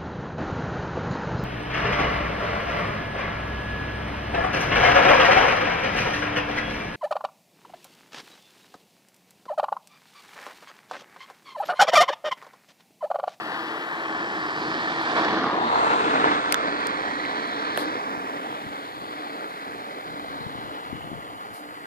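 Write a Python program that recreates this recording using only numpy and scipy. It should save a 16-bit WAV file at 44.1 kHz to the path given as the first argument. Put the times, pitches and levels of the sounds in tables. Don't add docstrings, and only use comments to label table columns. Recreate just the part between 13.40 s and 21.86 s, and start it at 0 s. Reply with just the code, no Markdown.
import sys
import numpy as np
from scipy import signal
from scipy.fft import rfft, irfft, next_fast_len
from scipy.io import wavfile
from scipy.ndimage import uniform_filter1d, map_coordinates

SR = 44100
rng = np.random.default_rng(int(sys.argv[2]) if len(sys.argv) > 2 else 0)


def dump(signal):
    limited = np.clip(np.atleast_2d(signal).T, -1, 1)
    pcm = np.round(limited * 32767).astype(np.int16)
    wavfile.write(sys.argv[1], SR, pcm)


N = 373086


# t/s, level/dB, bass lift/dB, treble lift/dB
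ROAR_LEVELS = [(0, -32, 2, -2.5), (.5, -30.5, 1, -2.5), (.8, -27.5, 5, -1), (1.05, -28.5, 8.5, 1.5),
               (1.4, -27.5, 7.5, 2), (1.62, -26.5, 3.5, 0.5), (1.8, -23.5, 4.5, -0.5),
               (1.98, -25.5, 11.5, 1.5), (2.2, -23.5, 6, -0.5), (2.48, -19, -0.5, -2),
               (2.63, -23.5, 2, 2.5), (2.85, -21, 2, 0.5), (3.1, -25.5, -1, 1.5), (3.5, -28, -1.5, 0.5),
               (4.2, -29.5, -1.5, 2.5), (4.45, -29.5, 1.5, 4.5), (5.5, -36, 0, 2), (6.2, -35.5, -3, 1.5),
               (7.2, -36, -2.5, 1), (8.46, -39.5, -3, -1.5)]
# f/Hz, gain/dB
ROAR_BASS = [(20, -33), (60, -28), (130, -11), (220, -3), (300, -1), (360, -2), (440, 2), (520, -1),
             (640, -1.5)]

def car():
    pass_s, abeam_s = 2.26, 0.55
    frames = dict(fs=SR, nperseg=2048, noverlap=1536)
    hz, t, spectra = signal.stft(tyres(), **frames)
    f = hz[:, None]
    level_db, bass_db, treble_db = curves(ROAR_LEVELS, t)
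    away = (t - pass_s) / np.hypot(t - pass_s, abeam_s)
    db, lead = roar_tone(hz, t)
    db += along(ROAR_BASS, hz)[:, None] + bass_db / (1 + (f / 450) ** 4)
    db += treble_db / (1 + (2600 / (f + 1)) ** 6)
    db -= 65 * np.log2(np.maximum(f / 6000, 1))
    db += exhaust_boom(f, t, away) + swelling_bands(f, t) - hand_shade(f, t)
    patches = uniform_filter1d(rng.standard_normal(db.shape[1:]), size=14, axis=0)
    patches = uniform_filter1d(patches, size=12, axis=1)
    gain = amp(db + 0.8 * patches / patches.std())
    mid_power = np.sum(gain[:, 23:116] ** 2, axis=(0, 1)) / 2 / len(hz)
    gain *= amp(level_db) / np.sqrt(mid_power)
    return signal.istft(reach_ports(spectra, hz, t, away, lead) * gain, **frames)[1][:, :N]


# t/s, jump in level/dB, time to die away by 60 dB/s
BUMPS = [(1.76, 6.5, 0.16), (1.831, 5, 0.091), (1.917, -2, .06), (1.99, 1.5, 0.037), (2.317, 4, 0.071),
         (2.502, 6.5, 0.13), (2.596, 4.5, 0.1), (2.739, 3, 0.074), (2.755, 5, 0.1), (2.841, 6.5, 0.15),
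         (2.915, 3.5, 0.12)]
# t/s, level against the roar/dB, f/Hz
BODY_KNOCKS = [(1.7635, 0, 900), (2.5032, 5, 1600), (2.7395, 5, 1300), (2.7585, 0, 900), (2.8430, 14, 1800),
               (2.8436, 0, 1100), (2.8600, -2, 700), (2.919, 2, 1500)]

def tyres():
    t, surge = np.arange(N) / SR, np.zeros(N)
    for s, db, fade_s in BUMPS:
        surge += (amp(db) - 1) * amp(-60 * np.abs(t - s) / fade_s) * np.clip((t - s) / 0.01, 0, 1)
    grain = amp(1.08 * wobble(320) + 0.47 * wobble(25) + 0.5 * wobble(7))
    roar = unit(grain * rng.standard_normal((3, N)))
    dull_hz, treble_share = 2300, 0.39
    roar += filtered(surge * roar, lambda f: treble_share + (1 - treble_share) / (1 + (f / dull_hz) ** 6))
    for s, db, hz in BODY_KNOCKS:
        start = round(s * SR)
        roar[:, start:start + 600] += ring(db, hz, t[:600], cycles=5)
    return roar


# f/Hz, left gain/dB, right gain/dB, left phase lead/rad
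TONE_NEARING = [(576, -2.5, -2.5, 0.033), (696, 1.5, 5.5, -0.075), (880, 5, 4, 0.26), (1100, 6, 5, 0.57),
                (1440, 3.5, 1.1, -0.18), (1810, 5.5, 4.5, -0.27), (2050, -2, -9, -0.08),
                (2240, -5.5, -3.5, -0.94), (2820, -7.5, -8, 0.13), (2890, -6, -5, 0.73),
                (3340, -5, -13.5, -0.95), (4340, -10.5, -13, -0.51), (5110, -12, -16.5, 0.78),
                (5900, -36, -19, -0.13)]
TONE_PASSED = [(544, -3.5, -3, 0.0), (735, 4.5, 5, 0.94), (890, 2.5, 2.5, 0), (1100, 1.5, 6.5, 0.5),
               (1380, -4, 0, 1.8), (1730, 0, -7, 0.35), (2060, -3.5, -6.5, 0.0), (2400, -15.5, -10, 0),
               (2680, -6, -21, -0.3), (2980, -12, -26, 7), (3470, -10.5, -11.5, -0.5),
               (4270, -10, -15.5, -1), (5140, -24, -26.5, 2), (6000, -33, -24.5, 3.5)]
TONE_LEAVING = [(560, 0.8, 1, -0.0052), (726, 1.5, -1.5, -0.86), (900, -3.5, 6, -0.18),
                (1130, 3, 8.5, 0.21), (1390, -1, 3, -0.12), (1790, 1, 2.5, -0.61), (2070, -8.5, -1, 0.1),
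                (2410, -9, -6.5, 0.58), (2730, -14, -18, 0.6), (2970, -9.5, -21.5, 0.32),
                (3430, -10.5, -22.5, -0.6), (4270, -13, -17.5, 1), (5120, -21, -30, -0.46),
                (6000, -23.5, -27.5, -1.1)]
TONE_FAR = [(600, 0, 1, -0.094), (695, 0, 3.5, -0.57), (870, 2.5, 4, 0.17), (1080, 3.5, 2, 0.27),
            (1360, 3.5, 3.5, -0.55), (1770, -10, -5, -0.058), (2010, -5.5, -3, 1), (2360, -5, -10, 0.56),
            (2680, -10.5, -12, -0.35), (2900, -12, -12, -0.35), (3420, -12.5, -22, -0.85),
            (4110, -13.5, -19.5, -1.34), (4860, -20, -24.5, -1.6), (6000, -35, -28.5, -2)]
TONE_TIMES = [1.7, 2.35, 3.7, 6.6]

def roar_tone(hz, t):
    tones = (TONE_NEARING, TONE_PASSED, TONE_LEAVING, TONE_FAR)
    place = np.interp(t, TONE_TIMES, np.arange(len(tones)))
    weights = [np.clip(1 - np.abs(place - k), 0, 1) for k in range(len(tones))]
    left_db, right_db, lead = sum(along(tone, hz)[..., None] * w for tone, w in zip(tones, weights))
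    return np.array([left_db, right_db]), lead


BOOM_LIFTS = [13, 8, 11.5]

def exhaust_boom(f, t, away):
    boom_hz, doppler = 308, 0.05
    samples = np.minimum(t * SR, N - 1).astype(int)
    lift_db = np.interp(away, [-1, 0, 1], BOOM_LIFTS) + 1.5 * wobble(3)[samples]
    pitch_hz = boom_hz * (1 - doppler * away) + 4 * wobble(4)[samples]
    return lift_db * bell(f - pitch_hz, width=20)


# t/s, left f/Hz, right f/Hz, left lift/dB, right lift/dB
LOW_SWELL = [(.2, 1750, 1800, 3, 0), (1, 1760, 1740, 4, 6), (1.9, 1790, 1750, -0.5, 4),
             (2.15, 900, 835, 5.5, 4), (2.6, 1150, 1350, 6, 3.5), (2.9, 1520, 1490, 2.5, 1.5),
             (3.5, 1520, 1760, 2, 2.5), (4.2, 1590, 1950, 2, 1), (4.6, 1200, 1070, 4, 2),
             (5.8, 1100, 1000, 2.5, 0), (6.5, 1100, 2060, -1, 0), (7.3, 980, 1000, 2.5, 0.5),
             (7.9, 1030, 1010, 4, 3), (8.4, 1530, 1720, 3.5, 3.5)]
MID_SWELL = [(.2, 3200, 3280, 1, 8), (.7, 3760, 3260, -10, 5), (1.1, 3500, 3300, -9, 2),
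             (1.6, 3200, 3300, -1.5, 2.5), (2.1, 3200, 3300, 1.5, 1.5), (2.8, 3200, 3500, -1, -3),
             (3.5, 3400, 3480, 0, 9), (4.1, 3200, 3500, 1, 10), (4.4, 3100, 3500, 1, 12),
             (4.75, 3300, 3800, -7, 1), (5.1, 3500, 3600, 2.5, 2), (5.6, 3550, 3500, 7.5, 11),
             (6.2, 3400, 3500, -1.5, 4), (7.1, 3000, 3500, 1, 7), (7.6, 2860, 3380, 12.5, 12),
             (8.1, 2800, 3200, 4, 4)]
HIGH_SWELL = [(.2, 4500, 4500, 1, 3), (.6, 4770, 4300, -16, 2), (1, 4400, 4800, -2, 4),
              (1.35, 4400, 4350, -3, 5.5), (1.8, 4500, 4520, -8, 5.5), (2.3, 4000, 4300, 2.5, 1),
              (2.8, 4470, 4900, -4.5, -6), (3.5, 4330, 4480, 4.5, 3), (3.9, 4210, 4600, 2.5, 1),
              (4.35, 4070, 4600, 3.5, 3), (4.75, 4270, 4300, -7, -6), (5.3, 4380, 4300, 1, -2),
              (5.7, 4500, 4250, 6.5, 7), (6.3, 4330, 4500, 0, -1), (7.1, 4050, 4300, 6, 5),
              (7.6, 4200, 4400, 1.5, 3), (8.1, 4700, 4500, 5.5, 9)]
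SWELL_WIDTHS = [460, 280, 490]

def swelling_bands(f, t):
    bands = zip((LOW_SWELL, MID_SWELL, HIGH_SWELL), SWELL_WIDTHS)
    return sum(moving_band(rows, f, t, width_hz) for rows, width_hz in bands)


# t/s, left f/Hz, right f/Hz, left depth/dB, right depth/dB
HAND_DIP = [(.3, 2600, 1400, -3, 5), (1.1, 2600, 1400, 4, -0.5), (2.1, 2500, 2880, 6, -2),
            (2.5, 2500, 2920, -5, -7), (3.1, 2650, 2900, 1, -8), (4.6, 2920, 3040, 4, -1),
            (5.4, 2900, 3160, -2.5, -4), (6.4, 2720, 3000, 5, 16), (7.2, 2600, 2500, 7, 4),
            (8.46, 2630, 2330, 4, 5)]

def hand_shade(f, t):
    return moving_band(HAND_DIP, f, t, width_hz=255)


# t/s, delay/ms
LEFT_DELAY = [(0, .15), (.6, .21), (1.8, .22), (2.0, .15), (2.2, -.22), (2.4, -.31), (2.8, -.38),
              (4.2, -.45), (6, -.455), (8.46, -.41)]
# f/Hz, factor on the scattered share
SCATTERING = [(300, .4), (1100, .5), (1500, 1.2), (3000, 5.), (4200, 4.), (6000, 10.)]

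def reach_ports(spectra, hz, t, away, lead):
    delay_ms, = curves(LEFT_DELAY, t)
    far_share, near_share = 0.028, 0.2
    share = far_share + (near_share - far_share) * (1 - away ** 2) ** 2
    scattered = np.clip(share * along(SCATTERING, hz)[:, None], 0, 1)
    shift = np.exp(1j * (lead / 2 - np.pi * hz[:, None] * delay_ms / 1000))
    direct = spectra[0] * np.array([shift, 1 / shift])
    return np.sqrt(1 - scattered) * direct + np.sqrt(scattered) * spectra[1:]


# t/s, f/Hz, level/dB
ENGINE_NOTE = [(2.1, 70.3, -81), (2.3, 69, -55), (2.65, 66.5, -62), (3.5, 67.3, -62), (4.2, 66.5, -72),
               (4.8, 66, -77), (5.2, 67.5, -100)]

def engine():
    hz, db = curves(ENGINE_NOTE, np.arange(N) / SR)
    return np.sqrt(2) * amp(db + 2 * wobble(3.7)) * np.sin(2 * np.pi * np.cumsum(hz) / SR)


# t/s, snap level/dB, snap left over right/dB, # knock level/dB,
# knock left over right/dB, knock f/Hz, ping level/dB, ping f/Hz
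SHELL_TICKS = [(1.818, -44, -6, -21, 0, 3600, -50, 5000), (1.848, -39, -10, -19, 2, 3700, -22, 4900),
               (1.852, -42, -10, -20, 0, 3600, -26, 4900), (3.1242, -10, 9, -6, -5, 2300, -9, 4900),
               (3.1436, -13, -7, -12, -18, 1500, -13, 3600),
               (3.1535, -60, 0, -17, 0, 1400, -50, 5000), (3.4096, -37, -6, -40, 0, 2000, -50, 5000),
               (3.4704, -21, -10, -34, -6, 4000, -24, 5000),
               (3.8518, -46, -8, -15, -4, 2200, -38, 9500),
               (4.0752, -50, -4, -30, -4, 8500, -50, 5000), (4.363, -40, 5, -32, 5, 9800, -50, 5000),
               (4.367, -36, 4, -24, 0, 2100, -32, 9800), (4.3752, -20, 9, -13, 5, 2800, -50, 5000),
               (4.3757, -50, 0, -13, -10, 1700, -50, 5000),
               (4.3763, -50, 0, -19, -14, 600, -50, 5000), (4.4838, -44, 4, -30, 2, 7500, -50, 5000)]
# f/Hz, gain/dB
SNAP_TONE = [(1500, -24), (3000, 3), (5000, 4), (7000, 3), (11000, 3), (14200, 1), (15200, -14),
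             (16000, -30)]

def shell_ticks():
    snaps, knocks, t = np.zeros((2, N)), np.zeros((2, N)), np.arange(500) / SR
    fade_s, right_dull_hz = 0.0038, 11000
    for s, snap_db, pan_db, knock_db, knock_pan_db, knock_hz, ping_db, ping_hz in SHELL_TICKS:
        at = slice(round(s * SR), round(s * SR) + len(t))
        noise = unit(rng.standard_normal((2, len(t))))
        snaps[:, at] += amp(snap_db - 60 * t / fade_s) * noise * sides(pan_db)
        knocks[:, at] += ring(knock_db, knock_hz, t, cycles=7) * sides(knock_pan_db)
        knocks[:, at] += ring(ping_db, ping_hz, t, cycles=20) * amp([[-12], [0]])
    snaps = filtered(snaps, lambda f: amp(along(SNAP_TONE, f)))
    snaps[1] = filtered(snaps[1], lambda f: 1 / (1 + (f / right_dull_hz) ** 8))
    return snaps + filtered(knocks, lambda f: f ** 2 / (f ** 2 + 250 ** 2))


# start t/s, end t/s, rub level/dB, left over right/dB, scrape level/dB
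FINGER_SLIDES = [(1.607, 1.655, -56, -7, -65), (4.376, 4.46, -45, 9, -32), (8.128, 8.236, -51, 3, -54)]
# f/Hz, gain/dB
RUB_TONE = [(3000, -27), (4200, 0), (6500, -9), (10000, 0), (14200, -5), (14800, -60)]
SCRAPE_TONE = [(200, -25), (500, 0.5), (1100, -6), (2500, -25), (4200, -9.5), (5500, -24), (8000, -70)]

def finger_slides():
    t, slides = np.arange(N) / SR, np.zeros((2, N))
    rise_s, fall_s = 0.012, 0.065
    rub, scrape = shaped_noise(RUB_TONE), shaped_noise(SCRAPE_TONE)
    for start, end, rub_db, pan_db, scrape_db in FINGER_SLIDES:
        touch = np.clip(np.minimum((t - start) / rise_s, (end - t) / fall_s), 0, 1)
        slides += (amp(rub_db) * rub + amp(scrape_db) * scrape) * sides(pan_db) * touch
    return slides


# t/s, half length/s, level/dB
WIND_GUSTS = [(4.35, .08, -53), (4.75, .08, -67), (5.27, 0.046, -43), (5.603, 0.16, -53), (6.1, .05, -64),
              (6.34, 0.077, -49), (6.703, 0.036, -49), (7.116, 0.28, -44.5), (7.53, 0.038, -39.5),
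              (7.75, 0.22, -43.5), (8.115, 0.04, -52), (8.34, 0.098, -56.5)]
# f/Hz, gain/dB
WIND_TONE = [(20, -26), (50, -4), (100, 7), (180, 8), (300, -5.5), (500, -44), (900, -62)]
# t/s, level/dB, f/Hz
WIND_THUMPS = [(4.778, -26, 228), (5.268, -27.5, 150), (5.622, -30, 281), (6.743, -28, 216),
               (7.01, -28, 205), (7.068, -23, 145), (7.076, -28, 280), (7.156, -28, 228), (7.19, -33, 200),
               (7.531, -18, 243), (7.557, -26, 232), (7.675, -29, 188), (7.718, -22, 247),
               (7.731, -23, 230), (7.743, -28, 187)]

def breeze():
    t = np.arange(N) / SR
    calm_db, sheltered_db = -68.5, -16
    strength = amp(calm_db) + sum(amp(db) * bell(t - s, half_s) for s, half_s, db in WIND_GUSTS)
    lumps = amp(2.3 * np.array([wobble(22), wobble(22)]))
    air = strength * shaped_noise(WIND_TONE, lumps)
    around = np.arange(-600, 600) / SR
    for s, db, hz in WIND_THUMPS:
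        middle = round(s * SR)
        wave = np.sin(2 * np.pi * hz * around + rng.uniform(0, 2 * np.pi))
        air[:, middle - 600:middle + 600] += amp(db) * bell(around, 0.52 / hz) * wave
    return air * amp([[0], [sheltered_db]])


# t/s, shaft f/Hz, level/dB
PLANE_MOTOR = [(5.4, 163.5, -87), (5.8, 164.3, -68), (6.8, 168, -65.5), (7.25, 171.5, -64),
               (8.46, 172, -63.5)]

def model_plane():
    hz, db = curves(PLANE_MOTOR, np.arange(N) / SR)
    angle = 2 * np.pi * np.cumsum(hz + 0.4 * wobble(12)) / SR
    return np.sqrt(2) * amp(db + 3 * wobble(7)) * (np.sin(7 * angle) + amp(-6) * np.sin(6 * angle))


# t/s, level/dB
LOW_HISS_LEVELS = [(0, -64.5), (1.1, -59), (1.6, -57), (1.77, -53.5), (2, -63), (2.2, -61.5), (2.45, -50.5),
                   (2.8, -53), (3.25, -58.5), (4.5, -60.5), (8.46, -65)]
# f/Hz, gain/dB
LOW_HISS_TONE = [(4500, -40), (5500, -22), (6500, 1.5), (7500, 0.5), (9000, -3.5), (10200, -19),
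                 (12000, -66)]
TOP_HISS_TONE = [(8500, -19), (9500, -3.5), (12000, -3.5), (14400, -6.5), (14700, -57)]
# t/s, level/dB
WHISTLE_LEVELS = [(0, -74), (.9, -75), (1.7, -80), (1.9, -100), (8.1, -100), (8.2, -78), (8.46, -72)]

def hiss():
    t = np.arange(N) / SR
    loud_db = np.maximum(curves(ROAR_LEVELS, t)[0] + 34, 0)
    lower = amp(curves(LOW_HISS_LEVELS, t)[0]) * shaped_noise(LOW_HISS_TONE)
    top = amp(-61 - 0.2 * loud_db ** 2) * shaped_noise(TOP_HISS_TONE)
    whistle = np.sqrt(2) * amp(curves(WHISTLE_LEVELS, t)[0]) * np.sin(2 * np.pi * 7780 * t)
    return lower + top + whistle


def amp(db):
    return 10 ** (np.asarray(db) / 20)


def unit(x):
    return x / np.sqrt(np.mean(x ** 2, axis=-1, keepdims=True) + 1e-20)


def along(points, hz):
    f, *cols = np.transpose(points)
    return np.squeeze([np.interp(np.log(hz + 1), np.log(f + 1), c) for c in cols])


def curves(rows, t):
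    s, *cols = np.transpose(rows)
    return [np.interp(t, s, c) for c in cols]


def bell(x, width):
    return np.exp(-(x / width) ** 2)


def moving_band(rows, f, t, width_hz):
    centre_hz, db = np.reshape(curves(rows, t), (2, 2, 1, -1))
    return db * bell(f - centre_hz, width_hz)


def wobble(rate):
    return map_coordinates(rng.standard_normal(int(N * rate / SR) + 4), [np.arange(N) * rate / SR])


def filtered(x, response):
    size = next_fast_len(N + SR // 2)
    return irfft(rfft(x, size) * response(np.fft.rfftfreq(size, 1 / SR)), size)[..., :N]


def shaped_noise(tone, swell=1):
    return unit(filtered(swell * rng.standard_normal((2, N)), lambda f: amp(along(tone, f))))


def sides(db):
    return amp([[db / 2], [-db / 2]])


def ring(db, hz, t, cycles):
    onset = 1 - np.exp(-t / 0.0003)
    return 2 * amp(db - 60 * t * hz / cycles) * onset * np.sin(2 * np.pi * hz * t)


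def scene():
    return car() + engine() + model_plane() + shell_ticks() + finger_slides() + breeze() + hiss()


def record(dry):
    return filtered(dry, lambda hz: hz < 15950)


dry = scene()
out = record(dry)
dump(out)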